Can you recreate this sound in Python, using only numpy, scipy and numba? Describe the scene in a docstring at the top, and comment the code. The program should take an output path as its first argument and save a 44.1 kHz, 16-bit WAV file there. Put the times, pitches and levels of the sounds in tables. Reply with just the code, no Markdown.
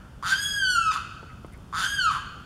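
"""On a still swamp lake, a limpkin (a wading bird) wails twice.
Each call opens with a rattle: pulses that ring the bird's throat and speed up. It breaks into a
shrill whistle that rises and falls, and ends in a short croak of slowing pulses. The trees on the
bank echo it, and the echo of an earlier call is still fading at the start. Behind it are two soft
knocks, faint ticks and chirps, and the low rumble and hiss of the open air."""
import sys
import numpy as np
from scipy import signal
from scipy.fft import rfft, irfft
from scipy.io import wavfile
from scipy.ndimage import uniform_filter1d
from numba import njit

SR = 44100
rng = np.random.default_rng(int(sys.argv[2]) if len(sys.argv) > 2 else 0)


def wrap_up_sound(samples):
    """Save the sound to the file named by the first command line argument, as 16-bit audio."""
    columns = np.atleast_2d(samples).T
    # keep every value between -1 and 1, then stretch to whole-number steps
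    tamed = np.clip(columns, -1, 1)
    steps = np.round(tamed * 32767).astype(np.int16)
    wavfile.write(sys.argv[1], SR, steps)


N = 108045

# The whistle of each call. Each row: time in seconds, pitch in Hz, then levels in dB for
# harmonics 1, 2 and 3 and for all the higher ones together.
LONG_WHISTLE = [(0.325, 1514, -25.5, -39.9, -38, -50), (0.365, 1614, -37.5, -31, -41.5, -45.2),
                (0.4, 1645, -22.5, -41, -37.5, -41), (0.43, 1665, -53, -34.5, -38.9, -34.5),
                (0.465, 1666, -36, -30.7, -46, -36.5), (0.52, 1649, -42, -35, -36.5, -40.5),
                (0.565, 1648, -26, -36.5, -36, -41), (0.6, 1604, -30, -33, -48, -43),
                (0.62, 1561, -25.5, -31.6, -37, -46), (0.665, 1513, -22.5, -33.5, -30, -46),
                (0.71, 1479, -26.5, -40, -32.5, -37), (0.752, 1432, -22, -38.5, -37.5, -39.5),
                (0.768, 1379, -21.5, -37, -44, -39), (0.795, 1353, -22.5, -43, -63, -48.5),
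                (0.825, 1332, -33, -39.5, -49, -45.5), (0.87, 1299, -21, -37, -43, -44.5),
                (0.903, 1268, -30.5, -41.5, -43, -48), (0.918, 1210, -26, -41.3, -42.5, -32.5)]
SHORT_WHISTLE = [(1.84, 1519, -29.9, -34.5, -57, -44), (1.87, 1604, -29, -36, -42, -41.5),
                 (1.895, 1624, -38, -35.5, -43, -40.5), (1.925, 1633, -28.5, -40.5, -54, -43),
                 (1.95, 1631, -23.5, -38, -36, -38), (1.972, 1596, -35, -40.5, -50, -46.5),
                 (1.995, 1536, -27.5, -30, -39, -48), (2.02, 1463, -28, -38, -32.5, -47.5),
                 (2.05, 1374, -23, -42, -41, -37.5), (2.07, 1291, -23, -44.3, -44, -49),
                 (2.095, 1226, -24.5, -42, -47, -46), (2.113, 1096, -28.5, -57, -57, -45.5)]
# How the throat shapes the higher harmonics. Each row: frequency in Hz, relative level in dB.
OVERTONE_COLOUR = [(4400, 1), (5000, 5.5), (5450, -7), (6100, 2), (6900, 6), (7350, -0.5), (7750, 3.5),
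                   (8400, 1), (8800, 2.5), (9300, 3), (10100, -4), (10800, 0), (11700, -2.5),
                   (13200, -11.5), (15000, -10), (16000, -21)]
# The rattle before and the croak after each whistle. Each row: time in seconds, pulses per second,
# throat resonance in Hz, relative level of the throat in dB, level of the rasp in dB.
LONG_RATTLE = [(.226, 134, 1046, -32.5, -51), (.245, 165, 1355, -28, -44.5), (.27, 187, 1365, -27, -34.5),
               (.305, 184, 1420, -34.5, -31), (.33, 180, 1436, -30, -33), (.36, 220, 1580, -73, -50)]
LONG_CROAK = [(.918, 182, 1177, -22.5, -49), (0.938, 175.2, 1340, -38, -36),
              (0.963, 169.7, 1227, -22.5, -47), (.978, 160, 1114, -37, -43.5)]
SHORT_RATTLE = [(1.727, 115.8, 1100, -32, -57), (1.749, 164.3, 1270, -26, -44.5),
                (1.785, 178, 1400, -28.5, -34.5), (1.833, 189.8, 1400, -28, -33),
                (1.855, 194, 1570, -32.5, -35.5), (1.883, 219.7, 1490, -36.5, -58)]
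SHORT_CROAK = [(2.112, 170, 1060, -27.5, -42), (2.135, 161.4, 1346, -29, -44.5),
               (2.161, 155.4, 1190, -25.5, -46), (2.183, 147.7, 1000, -36, -50)]
# How the throat shapes the rasp. Each row: frequency in Hz, relative level in dB.
RASP_COLOUR = [(550, -26), (750, -5.5), (1000, -1), (1900, -2.5), (2300, -8.5), (2650, -2.5), (3000, -2.5),
               (3500, -0.5), (4150, 3), (4550, -2.5), (5200, -8), (6300, -3.5), (6900, -1.5), (7600, -15),
               (9300, -7.5), (11500, -18.5), (13500, -22), (16000, -36)]
# The throat's high resonances. Each row: frequency in Hz, width in Hz, level in dB next to the rasp.
HIGH_RESONANCES = [(3486, 770, -8), (4550, 520, -9.5), (6846, 630, -12.5)]
# The trees' echo. Each row: frequency in Hz, seconds to fade by 60 dB, relative level in dB.
TREE_BANDS = [(693, 0.57, -11.5), (1400, 1.335, -9), (2900, 1.11, -1.5), (4100, 1.1, -8.5), (6500, 1, -9.5),
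              (9500, .8, -10), (13500, .5, -28)]
# The echo of an earlier call. Each row: frequency in Hz, width in Hz, starting level in dB.
EARLIER_ECHO_BANDS = [(1400, 410, -52), (2920, 900, -65.5)]
# Soft knocks and high ticks. Each row: start in seconds, relative level in dB.
KNOCK_HITS = [(1.2295, -6), (1.447, -2.5)]
TICK_HITS = [(1.465, -47), (1.525, -46), (1.535, -41.5), (1.576, -48)]
# The dull tone of a knock. Each row: frequency in Hz, gain in dB.
KNOCK_TONE = [(100, -15), (230, -1), (400, 3), (750, -3), (1200, -4.5), (1500, -13), (1900, -18),
              (4000, -33), (9000, -55)]
# Distant chirps. Each row: loudest moment in seconds, frequency in Hz, level in dB.
FAR_CHIRPS = [(1.3, 2039, -57), (1.543, 2014, -55)]
# The rumble and hiss of the air. Each row: frequency in Hz, relative level in dB.
AIR_COLOUR = [(20, -21.5), (35, -4.5), (55, 0), (85, -1.5), (130, -2.5), (200, -9), (300, -16), (500, -22),
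              (800, -23.5), (1400, -26.5), (2100, -37), (3200, -33.5), (4500, -39), (10000, -45),
              (15500, -54)]
# Narrow dips in the microphone's response. Each row: frequency in Hz, width in Hz.
MIC_DIPS = [(3935, 297), (7860, 110)]


def whistle(table):
    """A stack of harmonics, hoarse at first; the high ones slide through the throat's resonances."""
    hz, first_db, second_db, third_db, upper_db = curves(table)
    age = np.maximum(np.arange(N) / SR - table[0][0], 0)
    hoarseness = 0.035 * np.exp(-age / 0.04) * drift(597)  # a rough pitch that soon settles
    phase = 2 * np.pi * np.cumsum(hz * (1 + 0.0028 * drift(255) + hoarseness)) / SR
    slope_db = -1.4 + 6 * np.log2(hz / 1700)  # the tone dulls as the pitch sinks
    upper = np.array([gain_at(k * hz, OVERTONE_COLOUR) * undb(k * slope_db) * (k * hz < 15700)
                      for k in range(4, 14)])
    upper = upper / np.sqrt((upper ** 2).sum(0)) * undb(upper_db)
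    gains = [undb(first_db), undb(second_db), undb(third_db), *upper]
    flutter_db = 2
    tone = sum(gain * undb(flutter_db * drift(99)) * np.sin(k * phase)
               for k, gain in enumerate(gains, 1))
    return np.sqrt(2) * tone * fade(table)


def rattle(table):
    """Uneven pulses ring the throat; each carries a puff of bright rasp, over a faint low thrum."""
    rate, throat_hz, throat_db, rasp_db = curves(table)
    t = np.arange(N) / SR
    sounding = (t >= table[0][0]) & (t <= table[-1][0])

    def levelled(x):
        """Scale to an average (rms) level of 1 while the rattle sounds."""
        return x / np.sqrt(np.mean(x[sounding] ** 2))

    cycles = np.cumsum(sounding * rate * np.exp(0.06 * drift(200))) / SR
    pulses = np.diff(np.ceil(cycles), prepend=0)  # one click as each cycle begins
    pulses = pulses * undb(0.5 * drift(240)) / np.sqrt(rate)
    puffs = sounding * np.exp(-(cycles % 1) / 0.76) * rng.standard_normal(N)
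    low_cut = signal.butter(6, 830, "high", fs=SR, output="sos")
    throat = levelled(signal.sosfilt(low_cut, band(pulses, throat_hz, width_hz=288)))
    noise_share = 0.75
    buzz = np.sqrt(1 - noise_share) * levelled(pulses) + np.sqrt(noise_share) * levelled(puffs)
    rasp = levelled(colour(buzz, RASP_COLOUR))
    rasp += sum(undb(db) * levelled(band(puffs, hz, width)) for hz, width, db in HIGH_RESONANCES)
    thrum = np.sin(2 * np.pi * cycles) * fade(table) * undb(-11.5)  # a tone at the pulse rate
    return throat * undb(throat_db - 2) + (rasp + thrum) * undb(rasp_db)


def tree_echo(call):
    """Near trunks scatter the call quickly, then the wood rings on; the middle pitches last longest."""
    t, hz = np.arange(N) / SR, np.fft.rfftfreq(N, 1 / SR)
    noise_spectrum = rfft(rng.standard_normal(N))
    log_centres = np.log([row[0] for row in TREE_BANDS])
    arrived = t > 0.0042
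    echo = unit(rng.standard_normal(N) * arrived * np.exp(-t / 0.042)) * undb(-5.5)  # near trunks
    for share, (_, fade_s, db) in zip(np.eye(len(TREE_BANDS)), TREE_BANDS):
        noise_band = irfft(noise_spectrum * np.interp(np.log(hz + 1), log_centres, share), N)
        echo += noise_band * unit(arrived * undb(-60 * t / fade_s)) * undb(db)
    return signal.fftconvolve(call, echo / np.sqrt(N))[:N]


def earlier_echo():
    """The last of an earlier call fades in the trees, as two bands of noise."""
    t = np.arange(N) / SR
    ring = sum(unit(band(rng.standard_normal(N), hz, width)) * undb(db)
               for hz, width, db in EARLIER_ECHO_BANDS)
    return ring * undb(-60 * t / 0.89)


def knocks():
    """Each soft knock is one blow and a short rattle of noise, both dulled."""
    blows = sum(undb(db) * (np.arange(N) == int(start * SR)) for start, db in KNOCK_HITS)
    tails = undb(-23) * bursts(KNOCK_HITS, decay_s=0.0084)
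    return colour(blows + tails, KNOCK_TONE)


def ticks():
    """Tiny bursts of high noise make faint ticks."""
    return band(bursts(TICK_HITS, decay_s=0.0014), hz=9800, width_hz=5500)


def chirps():
    """Each distant chirp is a narrow band of noise that swells and fades quickly."""
    t = np.arange(N) / SR
    sound = np.zeros(N)
    for peak_s, hz, db in FAR_CHIRPS:
        swell = np.exp(-((t - peak_s) / 0.018) ** 2)
        sound += unit(band(rng.standard_normal(N), hz, width_hz=530)) * undb(db) * swell
    return sound


def open_air():
    """The open air rumbles and faintly hisses; its level wanders a little."""
    gains = gain_at(np.fft.rfftfreq(N, 1 / SR), AIR_COLOUR)
    air = irfft(rfft(rng.standard_normal(N)) * gains, N)
    return unit(air) * undb(-44 + 0.49 * drift(1.7))


def undb(db):
    """Turn decibels into a number to multiply by."""
    return 10 ** (np.asarray(db) / 20)


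def unit(x):
    """Scale to an average (rms) level of 1."""
    return x / np.sqrt(np.mean(x ** 2) + 1e-18)


def curves(table):
    """Join a table's rows with straight lines over time, one curve for each later column."""
    rows = np.array(table, float)
    return [np.interp(np.arange(N) / SR, rows[:, 0], column) for column in rows.T[1:]]


def fade(table, in_s=0.029, out_s=0.0056):
    """Fade in just before a table's first row and out just after its last."""
    t = np.arange(N) / SR
    rise = np.clip((t - table[0][0]) / in_s + 1, 0, 1)
    fall = np.clip((table[-1][0] - t) / out_s + 1, 0, 1)
    return rise * fall


def drift(rate_hz):
    """A smooth random wobble, about 1 in size; a higher rate wobbles faster."""
    span = max(int(SR / rate_hz), 1)
    return unit(uniform_filter1d(uniform_filter1d(rng.standard_normal(N), span), span))


def bursts(table, decay_s):
    """Noise that starts at each row's time and dies away."""
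    t = np.arange(N) / SR
    loudness = sum(undb(db) * (t >= start) * np.exp(-abs(t - start) / decay_s) for start, db in table)
    return rng.standard_normal(N) * loudness


def gain_at(hz, points):
    """Look up the gain at any frequency in a table of Hz and dB."""
    table_hz, table_db = np.array(points, float).T
    return undb(np.interp(np.log(np.maximum(hz, 1)), np.log(table_hz), table_db))


def colour(x, points):
    """Filter a sound by a table of Hz and dB."""
    size = 8192
    cepstrum = irfft(np.log(gain_at(np.fft.rfftfreq(size, 1 / SR), points)))
    cepstrum[1:size // 2] *= 2  # folding it makes the filter ring after a sound, never before
    cepstrum[size // 2 + 1:] = 0
    return signal.fftconvolve(x, irfft(np.exp(rfft(cepstrum))))[:N]


@njit
def resonate(x, hz, width_hz):
    """Let through the sound near a frequency that can move."""
    y, band_state, low_state = np.empty(len(x)), 0., 0.
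    for i in range(len(x)):
        tuning, damping = np.tan(np.pi * hz[i] / SR), width_hz / hz[i]
        ring = (band_state + tuning * (x[i] - low_state)) / (1 + tuning * (tuning + damping))
        band_state = 2 * ring - band_state
        low_state += 2 * tuning * ring
        y[i] = damping * ring
    return y


def band(x, hz, width_hz):
    """Resonate twice for a band with steeper sides."""
    hz, width_hz = hz * np.ones(N), float(width_hz)
    return resonate(resonate(x + 1e-18, hz, width_hz), hz, width_hz)


def scene():
    """Add up the bird, its echo and the lake around it, in one channel."""
    bird = whistle(LONG_WHISTLE) + whistle(SHORT_WHISTLE)
    bird += sum(rattle(table) for table in (LONG_RATTLE, LONG_CROAK, SHORT_RATTLE, SHORT_CROAK))
    return (bird + tree_echo(bird) + earlier_echo() + knocks() + ticks() + chirps() + open_air())[None]


def record(dry):
    """The microphone has two narrow dips, and the treble above 15700 Hz is cut."""
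    for hz, width in MIC_DIPS:
        dry = signal.lfilter(*signal.iirnotch(hz, hz / width, fs=SR), dry)
    return signal.sosfilt(signal.ellip(8, .2, 70, 15700, fs=SR, output="sos"), dry)


dry = scene()
out = record(dry)
wrap_up_sound(out)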